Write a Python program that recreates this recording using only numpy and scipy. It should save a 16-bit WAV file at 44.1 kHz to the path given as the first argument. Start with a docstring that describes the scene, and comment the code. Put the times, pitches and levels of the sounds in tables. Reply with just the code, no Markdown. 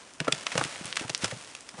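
"""A light wind hisses in the trees of an open paddock, and gravel stirs under a running donkey.
It stumbles: stones snap and clack, and its hooves knock and thud on the packed earth.
It goes down and slides on its knees, dragging loose gravel and crunching stones under its body.
Then it gets up again with a few more thuds, the gravel dies down, and a last soft step lands."""
import sys
import numpy as np
from scipy import signal
from scipy.fft import rfft, irfft, next_fast_len
from scipy.io import wavfile
from scipy.ndimage import map_coordinates

SR = 44100
rng = np.random.default_rng(int(sys.argv[2]) if len(sys.argv) > 2 else 0)


def pcm_store(signal):
    """Save signal as 16-bit PCM."""
    levels = np.round(np.clip(np.atleast_2d(signal), -1, 1) * 32767)
    wavfile.write(sys.argv[1], SR, levels.astype(np.int16).T)


N = 79380


def amp(db):
    """Decibels to gain."""
    return 10 ** (np.asarray(db) / 20)


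def unit(x):
    """Scale to rms 1."""
    return x / np.sqrt(np.mean(x ** 2) + 1e-20)


def along(points, hz):
    """Read a curve of (Hz, value) points on a log frequency axis."""
    f, v = np.transpose(points)
    return np.interp(np.log(hz + 1), np.log(f + 1), v)


def wobble(rate):
    """A smooth random curve with `rate` knots a second."""
    return map_coordinates(rng.standard_normal(N // 8), [np.arange(N) * rate / SR], mode="mirror")


def filtered(x, response):
    """Shape x with a frequency response."""
    size = next_fast_len(2 * len(x))
    return irfft(rfft(x, size) * response(np.fft.rfftfreq(size, 1 / SR)), size)[:len(x)]


def resonance(f, hz, q):
    """A band-pass resonance with gain 1 at its centre."""
    return 1j * f * hz / q / (hz * hz - f * f + 1j * f * hz / q)


def decay(t, t60):
    """A fade that loses 60 dB in t60 seconds."""
    return np.exp(-np.log(1000) * t / t60)


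def ringing(modes):
    """Damped tones of alternating sign from (Hz, dB, t60 in seconds) rows."""
    t = np.arange(SR // 16) / SR
    return sum((-1) ** k * amp(db) * np.cos(2 * np.pi * hz * t) * decay(t, t60)
               for k, (hz, db, t60) in enumerate(modes))


def add(track, start, db, sound):
    """Mix in one hit with the energy of 4 ms of sound at the given level."""
    i = max(0, round(start * SR))
    sound = sound * np.sqrt(.004 * SR) / (np.linalg.norm(sound) + 1e-12)
    track[i:i + len(sound)] += amp(db) * sound[:N - i]


def wind(level_db=-53):
    """Wind in the trees: a steady, slightly restless bed of hiss."""
    # Each row: frequency in Hz, level in dB.
    spectrum = [(25, -7), (100, -5.5), (180, -10.5), (281, -1), (492, -8), (1000, -9), (3160, -24),
                (5670, -12), (11000, -15)]
    sway = amp(level_db + 0.44 * wobble(8.7))
    return sway * unit(filtered(rng.standard_normal(N), lambda f: amp(along(spectrum, f))))


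def gravel(grains_per_s=2000, spread_db=5.5, clump_db=4.5, dust_db_per_s=3):
    """Hooves and body drag loose gravel: sliding sand with clumps of grit ticking in it."""
    # The swell of the slide. Each row: time in seconds, level in dB.
    slide = [(0, -47.5), (.19, -54), (.215, -44.5), (.26, -53.5), (.34, -40), (.45, -43.5), (.51, -43),
             (.6, -34.5), (.68, -38), (.72, -36.5), (.78, -43), (.87, -38), (.91, -41.5), (1.02, -41.5),
             (1.13, -45), (1.19, -44), (1.24, -37.5), (1.35, -45), (1.55, -49), (1.73, -53), (1.8, -45)]
    # The gravel's tone. Each row: frequency in Hz, level in dB.
    spectrum = [(60, -4), (150, 6), (350, -4.5), (550, 2), (800, -3), (1500, -2), (3000, -3), (4500, -3),
                (8000, -5.5), (11000, -6)]
    colour = lambda f: amp(along(spectrum, f)) * f ** 2 / (f ** 2 + 80 ** 2)
    t = np.arange(N) / SR
    grains = (rng.random(N) < grains_per_s / SR) * rng.choice([-1, 1], N)
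    grains = grains * amp(spread_db * np.minimum(rng.exponential(size=N), np.pi))
    sand = amp(-1.5) * unit(filtered(rng.standard_normal(N), colour))
    clumps = grains * amp(clump_db * np.tanh(wobble(210)))
    grit = amp(0.5) * unit(filtered(clumps, lambda f: colour(f) * f / (f + 803)))
    spray = (sand + grit) * amp(0.77 * wobble(44.76))
    dust = filtered(spray, lambda f: f ** 2 / (f ** 2 + 4500 ** 2))
    dust_gain = amp(dust_db_per_s * (t - t.mean()))  # the spray turns finer as the slide goes on
    return amp(np.interp(t, *np.transpose(slide))) * (spray - dust + dust * dust_gain)


def snaps(q=1.234, roll_off=1.444, spill_db=-9.0, spill_s=0.00604):
    """Pebbles and twigs snap: one dry click each, with a faint spill of grit."""
    # Each row: start in seconds, level in dB, centre in Hz.
    hits = [(0.1369, -43.5, 8300), (.4674, -22.5, 3070), (0.7593, -37, 2210), (.8564, -35.5, 8000),
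            (.9272, -27, 3175), (1.1005, -27.5, 4860), (1.1487, -19.5, 4610), (1.178, -32.5, 8200),
            (1.608, -39, 8000)]
    out, t = np.zeros(N), np.arange(SR // 16) / SR
    for start, db, hz in hits:
        spill = rng.standard_normal(len(t)) * np.exp(-t / spill_s)
        click = (t == 0) + amp(spill_db) * spill / np.linalg.norm(spill)
        top_hz = roll_off * hz
        low_pass = lambda f: 1 / (1 + 1j * f / top_hz - (f / top_hz) ** 2)
        add(out, start, db, filtered(click, lambda f: resonance(f, hz, q) * low_pass(f)))
    return out


def contacts(hits, q, strike, spiky, low_cut, tail_db, tail_s, ring, lead):
    """Each blow is a scuff, a hard contact and a burst of smaller ones, coloured by stone and hoof."""
    # The short ring of a hoof on rock. Each row: frequency in Hz, Q, level in dB.
    modes = [(513, 10.3, 8), (1598, 1.22, -3.5), (2662, 8.8, -1), (3331, 23, -0.5), (5420, 5.7, -21)]
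    hoof = lambda f: 1 + ring * sum(amp(db) * resonance(f, hz, sharp) for hz, sharp, db in modes)
    out, onset = np.zeros(N), SR // 50
    t = (np.arange(SR // 8) - onset) / SR
    for start, db, hz, length in hits:
        burst = rng.standard_normal(len(t))
        burst *= np.exp(spiky * np.clip(rng.standard_normal(len(t)), -2, 2))
        scuff = .5 * np.exp(-abs(t) / (lead * length))
        release = np.exp(-(t / length) ** 2) + amp(tail_db) * np.exp(-abs(t) / tail_s)
        envelope = np.where(t < 0, scuff, release)
        burst *= envelope / np.linalg.norm(burst * envelope)
        burst[onset] += strike / (1 + length / tail_s)  # shorter blows get a harder click
        stone = lambda f: resonance(f, hz, q) * 1j * f / (1j * f + low_cut * hz)
        add(out, start + t[0], db, filtered(burst, lambda f: stone(f) * hoof(f)))
    return out


def stone_crunches():
    """Stones clack and are crushed underfoot: bright, broad and spiky."""
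    # Each row: contact time in seconds, level in dB, centre in Hz, burst length in seconds.
    hits = [(.2028, -22.5, 2110, 0.00247), (.2465, -34, 1800, 0.0179), (.2825, -29, 2650, 0.00344),
            (.324, -18.5, 3910, 0.00372), (.4676, -23, 2067, 0.00437), (.5192, -26, 2600, 0.0163),
            (.556, -36, 1510, 0.0154), (.578, -18.5, 2800, 0.0054), (.6395, -22.5, 7600, 0.0014),
            (.6485, -28, 3900, 0.0068), (.9575, -30, 6000, 0.0032), (.968, -24.5, 3620, 0.001),
            (.9714, -21, 2970, 0.00071), (.9955, -28, 3620, 0.0087), (1.009, -34.5, 3020, 0.0044),
            (1.096, -25.5, 3700, 0.0026), (1.222, -28.5, 3880, 0.015), (1.244, -17.5, 3940, 0.0075),
            (1.2575, -28.5, 4100, 0.0031), (1.312, -31, 2600, 0.008), (1.551, -32, 3900, 0.0025),
            (1.6905, -35.5, 4190, 0.0044)]
    return contacts(hits, q=0.527, strike=1.0, spiky=0.438, low_cut=0.076,
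                    tail_db=-8, tail_s=0.0055, ring=0.656, lead=0.55)


def knocks():
    """Hooves and knees strike earth and bedded rock with a round, midrange knock."""
    # Each row: contact time in seconds, level in dB, centre in Hz, burst length in seconds.
    hits = [(.2045, -34.5, 590, 0.0086), (.2715, -34, 610, 0.0023), (.2795, -20, 551, 0.0056),
            (.5548, -25, 468, 0.00253), (.579, -23.5, 627, 0.01437), (.6122, -23, 1064, 0.0029),
            (.614, -28, 289, 0.0051), (1.011, -36, 364, 0.0247), (1.038, -36.5, 765, 0.0185),
            (1.097, -33.5, 613, 0.0046), (1.243, -29, 589, 0.0103), (1.322, -33.5, 395, 0.0079),
            (1.741, -43.5, 904, 0.0125), (1.783, -36.5, 695, 0.043)]
    return contacts(hits, q=1.97, strike=0.78, spiky=0.132, low_cut=0.168,
                    tail_db=-15.5, tail_s=0.014, ring=0.276, lead=0.28)


def thuds(attack_s=0.0068, sag=0.208, sag_s=0.0047, soil_hz=200.7):
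    """Weight lands on the earth: a few low cycles that sag in pitch, with a dull puff of soil."""
    # Each row: start in seconds, level in dB, settled pitch in Hz, t60 in seconds.
    landings = [(.205, -25, 150, 0.0583), (.279, -25.5, 269.1, 0.0286), (.283, -30.5, 140.3, 0.0485),
                (.328, -31.5, 139.6, 0.076), (.553, -28.5, 167, 0.0387), (.583, -25.5, 133, 0.0464),
                (.614, -32, 142.3, 0.09), (0.651, -34, 134.3, 0.033), (0.809, -35, 165.3, 0.032),
                (.85, -37, 131, 0.0238), (1.012, -32.5, 222.5, 0.0122), (1.047, -33.5, 119, 0.046),
                (1.099, -33.5, 132.5, 0.0392), (1.235, -27.5, 180, 0.0158), (1.244, -32, 109.3, 0.076),
                (1.323, -30, 114.3, 0.085), (1.365, -39.5, 149, 0.0227), (1.741, -43, 185, 0.0336),
                (1.787, -37, 150.5, 0.055)]
    out, t = np.zeros(N), np.arange(SR // 6) / SR
    attack = 1 - np.exp(-t / attack_s)
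    for start, db, hz, t60 in landings:
        phase = 2 * np.pi * np.cumsum(hz * (1 + sag * np.exp(-t / sag_s))) / SR
        soil = unit(filtered(rng.standard_normal(len(t)), lambda f: resonance(f, soil_hz, 0.496) ** 2))
        add(out, start, db, (np.sin(phase) + 0.356 * soil) * attack * decay(t, t60))
    return out


def clop():
    """A hoof lands flat, toe then heel, and its hollow sole rings as it closes on the ground."""
    # Each row: start in seconds, level in dB.
    toe_and_heel = [(.2797, -27), (0.2819, -22.5)]
    # Each row: frequency in Hz, level in dB, t60 in seconds.
    sole_modes = [(450, 0, .018), (830, -2, .013), (1330, 0, .017)]
    out = np.zeros(N)
    for start, db in toe_and_heel:
        add(out, start, db, ringing(sole_modes))
    return out


def ringing_stones(vary_db=2.5):
    """A loose rock rings in all its modes, differently at each contact; pebbles ping on one note."""
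    # A skidding hoof strikes the rock. Each row: start in seconds, level in dB.
    clacks = [(0.3242, -18.5), (0.3259, -23), (1.2456, -29.5)]
    # Each row: frequency in Hz, level in dB, t60 in seconds.
    rock_modes = [(2600, -4, 0.0089), (3490, 2, 0.0114), (4696, -1, 0.0114), (5440, -7, 0.011),
                  (6124, -7.5, 0.0059), (7440, -4, 0.0097), (8024, -5, 0.0076)]
    # Each row: start in seconds, level in dB, pitch in Hz, t60 in seconds.
    pings = [(.8564, -32.5, 9250, .005), (1.6905, -40, 5150, .018)]
    out = np.zeros(N)
    for start, db in clacks:
        modes = [(hz, level + vary_db * rng.standard_normal(), t60) for hz, level, t60 in rock_modes]
        add(out, start, db, ringing(modes))
    for start, db, hz, t60 in pings:
        add(out, start, db, ringing([(hz, 0, t60)]))
    return out


def scatter(x):
    """The ground and the trees answer with a thin, short tail."""
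    # Each row: frequency in Hz, t60 in seconds.
    decay_times = [(150, 0.292), (1500, 0.202), (9000, 0.0735)]
    hz, t, noise = signal.stft(rng.standard_normal(SR // 3), SR, nperseg=256)
    tail = signal.istft(noise * decay(t, along(decay_times, hz)[:, None]), SR, nperseg=256)[1]
    return signal.fftconvolve(x, tail / np.linalg.norm(tail))[:N]


def scene():
    """The hits and their outdoor tail over gravel and wind, in mono."""
    blows = stone_crunches() + knocks() + clop()
    earth = thuds()
    ticks = snaps() + ringing_stones()
    tail = amp(-16) * scatter(blows + amp(-3.5) * (earth + ticks))
    return (blows + earth + ticks + tail + gravel() + wind())[None]


def record(dry, low_cut_hz=59.8, top_hz=11120):
    """A small microphone with a bass cut and a steep band limit."""
    # The microphone's tone. Each row: frequency in Hz, gain in dB.
    tone = [(100, -1.5), (1000, 1.5), (3000, 0), (4200, -3.5), (6000, -2.5), (9500, -4), (11000, -15)]
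    thin = signal.sosfilt(signal.butter(2, low_cut_hz, "highpass", fs=SR, output="sos"), dry[0])
    return filtered(thin, lambda f: amp(along(tone, f)) / np.sqrt(1 + (f / top_hz) ** 240))[None]


dry = scene()
out = record(dry)
pcm_store(out)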